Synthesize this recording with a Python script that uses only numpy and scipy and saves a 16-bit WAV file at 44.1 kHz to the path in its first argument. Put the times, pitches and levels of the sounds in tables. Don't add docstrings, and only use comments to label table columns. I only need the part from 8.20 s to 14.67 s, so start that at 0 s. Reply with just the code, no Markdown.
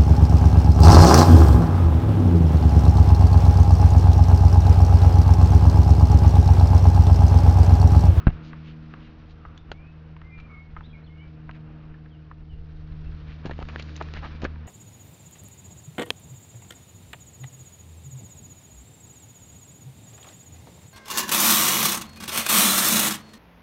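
import sys
import numpy as np
from scipy import signal
from scipy.fft import rfft, irfft, next_fast_len
from scipy.io import wavfile

SR = 44100
rng = np.random.default_rng(int(sys.argv[2]) if len(sys.argv) > 2 else 0)


def store_wav(level_fs):
    pcm = np.round(np.clip(np.atleast_2d(level_fs), -1, 1) * 32767)
    wavfile.write(sys.argv[1], SR, pcm.T.astype(np.int16))


N = 285327
TIME = np.arange(N) / SR
EDGE_HZ = 7250


def amp(db):
    return 10 ** (np.asarray(db) / 20)


def unit_rms(x):
    return x / np.sqrt(np.mean(x ** 2) + 1e-20)


def curve(rows):
    return np.interp(TIME, *np.transpose(rows))


def decay(t, t60):
    return np.exp(-np.log(1000) * t / t60)


def add(mix, start_s, sound):
    part = mix[max(round(start_s * SR), 0):][:len(sound)]
    part += sound[:len(part)]


def noise(colour):
    points_hz, db = np.transpose(colour)
    size = next_fast_len(N, True)
    hz = np.fft.rfftfreq(size, 1 / SR)
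    gain = amp(np.interp(np.log(hz + 1), np.log(points_hz), db))
    return unit_rms(irfft(rfft(rng.standard_normal(size)) * gain, size)[:N])


def wander(per_s):
    return unit_rms(np.interp(TIME * per_s, np.arange(4096), rng.standard_normal(4096)))


def resonate(x, hz, width_hz):
    return signal.lfilter(*signal.iirpeak(hz, hz / width_hz, SR), x)


def engine(waver_db=0.96, fade_db=1.95, flutter=0.34, smear_rad=0.1):
    # (time [s], firing rate [Hz])
    speed = [(0, 78.7), (1.1, 78.15), (2.1, 78.6), (3.3, 77.7), (6.47, 76.3)]
    # (time [s], level [dB])
    first = [(0, -49.5), (1.7, -48), (3.9, -50.5), (4.8, -42), (6.47, -37.5)]
    second = [(0, -44), (0.619, -41), (.95, -54), (1.95, -46), (2.451, -50.5), (3.25, -43.5), (4.25, -47.5),
              (4.85, -42), (6.47, -47.5)]
    third = [(0, -53.5), (.75, -55.5), (1.6, -66), (2.5, -58), (2.95, -64.5), (3.45, -54.5), (4.2, -68.5),
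             (5.6, -51.5), (6.47, -54.5)]
    fourth = [(0, -57), (.75, -56.5), (1.1, -60), (2.8, -72.5), (3.15, -57.5), (3.6, -54.5), (4.2, -63),
              (5.6, -57.5), (6.47, -64)]
    # (frequency [Hz], level [dB])
    overtones = [(97, -65), (117, -63.5), (140, -75), (215, -76.5), (255, -79.5), (330, -72.5),
                 (370, -85.5), (425, -77), (590, -87), (700, -79), (820, -83.5), (930, -85), (1150, -88.5)]
    firing_hz = curve(speed)
    phase = 2 * np.pi * np.cumsum(firing_hz) / SR
    drone = np.zeros(N)
    harmonics = [(1, curve(first)), (2, curve(second)), (3, curve(third)), (4, curve(fourth)), (6, -67.5)]
    for k, db in harmonics:
        drift_db = waver_db * wander(16) if k <= 2 else fade_db * wander(7)
        drone += amp(db + drift_db) * np.sin(k * phase + 2 * np.pi * rng.random())
    smeared = phase + smear_rad * wander(10)
    for k in np.arange(5, 50) / 4:
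        db = np.interp(k * firing_hz.mean(), *np.transpose(overtones))
        drone += amp(db) * (1 + flutter * wander(4.2)) * np.sin(k * smeared + 2 * np.pi * rng.random())
    return np.sqrt(2) * drone


def wind(breeze_db=-52.5, lumps_db=2.5):
    # (frequency [Hz], relative level [dB])
    colour = [(8, -6.5), (25, 5.5), (45, 4), (70, 1), (110, -14.5), (200, -30.5), (400, -26), (900, -71)]
    # (middle [s], level [dB], half-width [s])
    gusts = [(.12, -36, .05), (2.04, -43, 0.021), (2.231, -46.5, 0.04), (2.589, -42, .035),
             (3.31, -43.5, 0.04), (4.39, -40, 0.16), (4.88, -41.5, 0.16), (5.42, -46, 0.11),
             (6.041, -42, 0.086)]
    swells = sum(amp(db) * np.exp(-((TIME - middle) / width) ** 2) for middle, db, width in gusts)
    return noise(colour) * (amp(breeze_db) + swells) * amp(lumps_db * wander(25))


def wash(lift_db=2, swell_db=1.54):
    # (frequency [Hz], relative level [dB])
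    colour = [(60, 14.5), (150, 12), (280, 11), (400, 4), (560, 2.5), (720, -0.5), (810, -5), (950, 0.5),
              (1400, 1.5), (2000, -5.5), (2800, -7), (4000, -27.5), (7000, -49)]
    # (time [s], level before the lift [dB])
    levels = [(0, -49), (.5, -52.5), (1.5, -57.5), (3.15, -57.5), (3.5, -55.5), (4.23, -62.5), (4.8, -57),
              (5.5, -51.5), (6.47, -52)]
    return noise(colour) * amp(lift_db + curve(levels) + swell_db * wander(28))


def hiss(flicker_db=1.5):
    # (frequency [Hz], relative level [dB])
    colour = [(500, -30.5), (1500, 10), (2800, 7), (3800, 7), (4800, 2), (5800, -4.5), (6800, -19.5),
              (7600, -15.5)]
    # (time [s], level [dB])
    levels = [(0, -64), (.8, -67), (1.6, -70.5), (2.8, -71), (4.2, -72), (4.95, -63), (5.6, -62),
              (6.05, -54.5), (6.35, -66)]
    return noise(colour) * amp(curve(levels) + flicker_db * wander(98))


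def caws(throat_hz=1220, width_hz=300):
    # (middle [s], level [dB], length [s])
    calls = [(.02, -48.5, 0.04), (1.284, -59, 0.19), (2.324, -58, .16)]
    rasp = resonate(rng.standard_normal(N), throat_hz, width_hz)
    rasp = unit_rms(resonate(rasp, throat_hz, width_hz))
    return rasp * sum(amp(db) * np.exp(-(2 * (TIME - middle) / length) ** 2) for middle, db, length in calls)


def bumps(mount_hz=27, damping=0.36, shudder_db=-33, shudder_t60=0.18):
    # (time [s], peak push [dB], contact time [s])
    blows = [(0.0693, 0.1, .005), (0.0855, -8.5, 0.0066), (5.253, -19.5, 0.0024), (5.2638, -21.5, 0.0031),
             (5.2974, -23, 0.0015), (5.3905, -21.5, 0.0013), (5.421, -27.5, 0.0017), (6.234, -17, 0.0027),
             (6.2465, -20, 0.0015), (6.2498, -17.5, 0.0019)]
    force = np.zeros(N)
    for start, db, contact in blows:
        progress = np.arange(0, 1, 1 / (contact * SR))
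        add(force, start, amp(db) * np.sin(np.pi * progress) ** 2)
    omega = 2 * np.pi * mount_hz
    swing = signal.lfilter(*signal.bilinear([1, 0, 0], [1, damping * omega, omega ** 2], SR), force)
    t = TIME[:SR // 4]
    body = noise([(40, -25), (120, -3), (300, -7), (600, -1), (1500, -17), (5000, -49)])
    shudder = body[:len(t)] * decay(t, shudder_t60)
    return swing + amp(shudder_db) * signal.fftconvolve(force, shudder / np.linalg.norm(shudder))[:N]


def casing(bass_db, treble_db, panel=()):
    # (frequency [Hz], width [Hz], lift [dB])
    shell = [(764, 1300, 7.5), (1110, 540, -2), (1270, 140, 3), (1670, 140, 2), (2724, 1500, 6.5),
             (3500, 580, -2), (4065, 2600, 10)]
    size = 2048
    hz = np.maximum(abs(np.fft.fftfreq(size, 1 / SR)), 20)
    db = sum(lift / (1 + (2 * (hz - centre) / width) ** 2) for centre, width, lift in [*shell, *panel])
    db += bass_db * np.log2(1100 / np.clip(hz, 350, 1100))
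    db += treble_db * np.log2(np.clip(hz, 1700, EDGE_HZ) / 1700)
    db -= 14 * np.log2(np.maximum(300 / hz, 1))
    db -= 60 * np.log2(np.maximum(hz / EDGE_HZ, 1))
    log_gain = np.log(amp(np.maximum(db, -90)))
    spectrum = np.exp(np.conj(signal.hilbert(log_gain)))
    return np.fft.ifft(spectrum).real[:size // 2]


def ticks(panel_db=8, panel_width_hz=380, chatter=0.13, echo_db=-21, echo_t60=0.09):
    # (time [s], attack level [dB], panel ring [Hz], sharpness [0-1], chatter T60 [s])
    slips = [(0.0694, -22.5, 1500, 0.3, 0.018), (0.0791, -31.5, 2650, 0.29, 0.016),
             (0.3317, -42.5, 1080, 0.14, 0.016), (0.7387, -41.5, 1166, 0.42, 0.023),
             (1.2515, -42, 1130, .05, 0.036), (1.3773, -51.5, 3460, 0.87, 0.011),
             (1.5169, -33, 1380, 0.65, 0.019), (1.9658, -49.5, 930, 0.28, .013),
             (2.016, -49.5, 1294, 0.44, 0.017), (2.2006, -51, 2420, 0.62, 0.045),
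             (2.5654, -38, 1300, 0.05, 0.03), (2.608, -45.5, 950, 0.1, 0.019),
             (3.2934, -40, 1200, 0.2, 0.03), (3.3121, -50, 2920, .55, 0.0072),
             (3.7415, -54, 1660, 0.3, 0.035), (3.86, -56, 1690, .35, .022), (4.1133, -42.5, 1110, 0, 0.019),
             (5.2575, -38.5, 790, 0.7, 0.091), (5.2957, -41, 765, 0.36, 0.042),
             (5.311, -34.5, 1940, 0.52, 0.041), (5.3907, -52, 710, 0.54, 0.017),
             (5.4271, -41.5, 1230, 0.62, 0.0066), (5.4873, -40.5, 2500, 0.61, 0.035),
             (5.5601, -32.5, 1780, 0.52, 0.0067), (5.5974, -39, 2520, 0.75, 0.015),
             (5.6247, -45, 4330, 0.82, 0.02), (5.7642, -45, 6260, 1, 0.028),
             (5.8125, -29.5, 880, 0.03, 0.029), (5.8238, -45.5, 2500, 0.86, 0.027),
             (5.9383, -40.5, 2400, .7, 0.013), (5.972, -41, 2030, .6, 0.01),
             (6.2186, -40, 720, 0.72, 0.066), (6.2429, -40, 1780, 0.79, 0.05),
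             (6.2513, -27.5, 1710, 0.52, 0.036), (6.3582, -52, 930, 0, .021)]
    out, t = np.zeros(N), TIME[:SR // 10]
    attack = round(0.008 * SR)
    light_db, firm_range_db = -47, 16
    for start, db, panel_hz, sharpness, chatter_t60 in [*slips, *creaks()]:
        firmness = np.clip(sharpness + (db - light_db) / firm_range_db, 0, 1)
        bass_db = np.interp(firmness, [0, 1], [-18.5, 5])
        treble_db = np.interp(sharpness, [0, 1], [-33, 4.5])
        tail = decay(t, chatter_t60) + amp(echo_db) * decay(t, echo_t60)
        force = chatter * rng.standard_normal(len(t)) * tail
        force[0] = 1
        ring = casing(bass_db, treble_db, [(panel_hz, panel_width_hz, panel_db)])
        tick = signal.fftconvolve(force, ring)
        add(out, start, amp(db) * tick / tick[:attack].std())
    return out


def rubs(grain_db=3, slips_per_s=7000, clump_db=0.5, relative_width=0.71):
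    # (middle [s], peak level [dB], length [s], centre of brightness [Hz])
    strokes = [(0.0726, -30, 0.0075, 900), (0.1, -42, 0.032, 700), (0.268, -57.5, 0.13, 4680),
               (0.486, -55, 0.14, 2970), (0.846, -60, 0.19, 2600), (1.107, -63, 0.074, 4150),
               (2.186, -52.5, 0.034, 1405), (2.583, -55.5, 0.059, 1210), (3.355, -56.5, 0.072, 1998),
               (3.55, -62.5, 0.5, 600), (5.11, -53.5, 0.11, 2160), (5.253, -48, 0.047, 910),
               (5.42, -42.5, 0.045, 900), (5.499, -46, 0.031, 1320), (5.542, -48.5, 0.054, 800),
               (5.598, -42.5, 0.049, 2740), (5.65, -62, 0.98, 5400), (5.81, -36.5, 0.022, 800),
               (5.969, -43, 0.081, 1700), (6.05, -38, 0.078, 880), (6.241, -38.5, 0.038, 760),
               (6.47, -32, 0.033, 1171)]
    out = np.zeros(N)
    size_db = grain_db * np.minimum(rng.exponential(1, N), 3) + clump_db * wander(230)
    slips = rng.standard_normal(N) * amp(size_db) * (rng.random(N) < slips_per_s / SR)
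    friction = signal.oaconvolve(slips, casing(bass_db=-1, treble_db=-7))
    for middle, db, length, centre_hz in strokes:
        count = int(length * SR)
        stroke = np.take(friction, np.arange(count) + int(middle * SR), mode="wrap")
        stroke = resonate(stroke, centre_hz, centre_hz * relative_width)
        add(out, middle - length / 2, amp(db) * unit_rms(stroke) * np.hanning(count))
    return out


def birds(ease=1.8, quaver=0.017, chirp_s=0.035, sway=0.008):
    # (time [s], length [s], level [dB], first pitch [Hz], last pitch [Hz])
    notes = [(1.37, 0.037, -62, 3300, 3710), (1.519, 0.22, -60, 2053, 2630),
             (2.017, 0.16, -56.5, 2080, 2090), (2.094, 0.17, -52.5, 2423, 2383),
             (2.275, 0.18, -50, 2233, 2171), (2.629, 0.044, -56, 3000, 4000),
             (2.692, .039, -63, 3220, 3370), (2.724, .048, -52.5, 2600, 2187),
             (2.838, 0.016, -62, 4200, 4300), (2.861, 0.028, -59.5, 3870, 2930),
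             (2.884, 0.1, -60, 2050, 2250), (2.971, 0.059, -59.5, 2710, 3010),
             (2.987, 0.07, -54.5, 2130, 2333), (3.9, 0.078, -64.5, 3550, 2760),
             (4.288, 0.063, -62, 3180, 2780), (4.854, .035, -59, 2540, 2730),
             (5.84, 0.056, -62, 2450, 2510), (6.112, .07, -58.5, 2480, 2340)]
    song = np.zeros(N)
    tremble, drift = wander(400), 1 + sway * wander(45)
    for start, length, db, first_hz, last_hz in notes:
        count = int(length * SR)
        span = int(start * SR) + np.arange(count)
        glide_hz = last_hz + (first_hz - last_hz) * np.linspace(1, 0, count) ** ease
        depth = quaver * min(chirp_s / length, 1)
        hz = glide_hz * drift[span] * (1 + depth * tremble[span])
        whistle = np.sin(2 * np.pi * np.cumsum(hz) / SR)
        add(song, start, amp(db) * signal.windows.tukey(count, 0.5) * whistle)
    return song


def yard_echo(sound, echo_db=-6, t60=0.28, echoes_per_s=1500, predelay_s=0.006):
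    t = TIME[:SR // 2]
    taps = rng.standard_normal(len(t)) * (rng.random(len(t)) < echoes_per_s / SR)
    taps *= (t > predelay_s) * decay(t, t60)
    return sound + amp(echo_db) * signal.fftconvolve(sound, taps / np.linalg.norm(taps))[:N]


def creaks(start_s=5.25, end_s=5.9, per_s=20, db=-52, panel_hz=2400, sharpness=0.63, chatter_t60=0.015):
    spread_db, spread_octaves = 3, 0.5
    grip_s = end_s - start_s
    draws = rng.uniform(-1, 1, (round(per_s * grip_s), 3))
    return [(start_s + grip_s * abs(when), db + spread_db * size,
             panel_hz * 2 ** (spread_octaves * pitch), sharpness, chatter_t60)
            for when, size, pitch in draws]


def scene():
    ambience = engine() + wind() + wash() + hiss() + yard_echo(birds()) + caws()
    handling = bumps() + rubs() + ticks()
    return (ambience + handling)[None]


def record(dry, ceiling=0.98):
    rounded = dry / (1 + (dry / ceiling) ** 8) ** (1 / 8)
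    high_cut = signal.firwin(255, EDGE_HZ, window=("kaiser", 8), fs=SR)
    return signal.oaconvolve(rounded, high_cut[None], "same")


dry = scene()
out = record(dry)
store_wav(out)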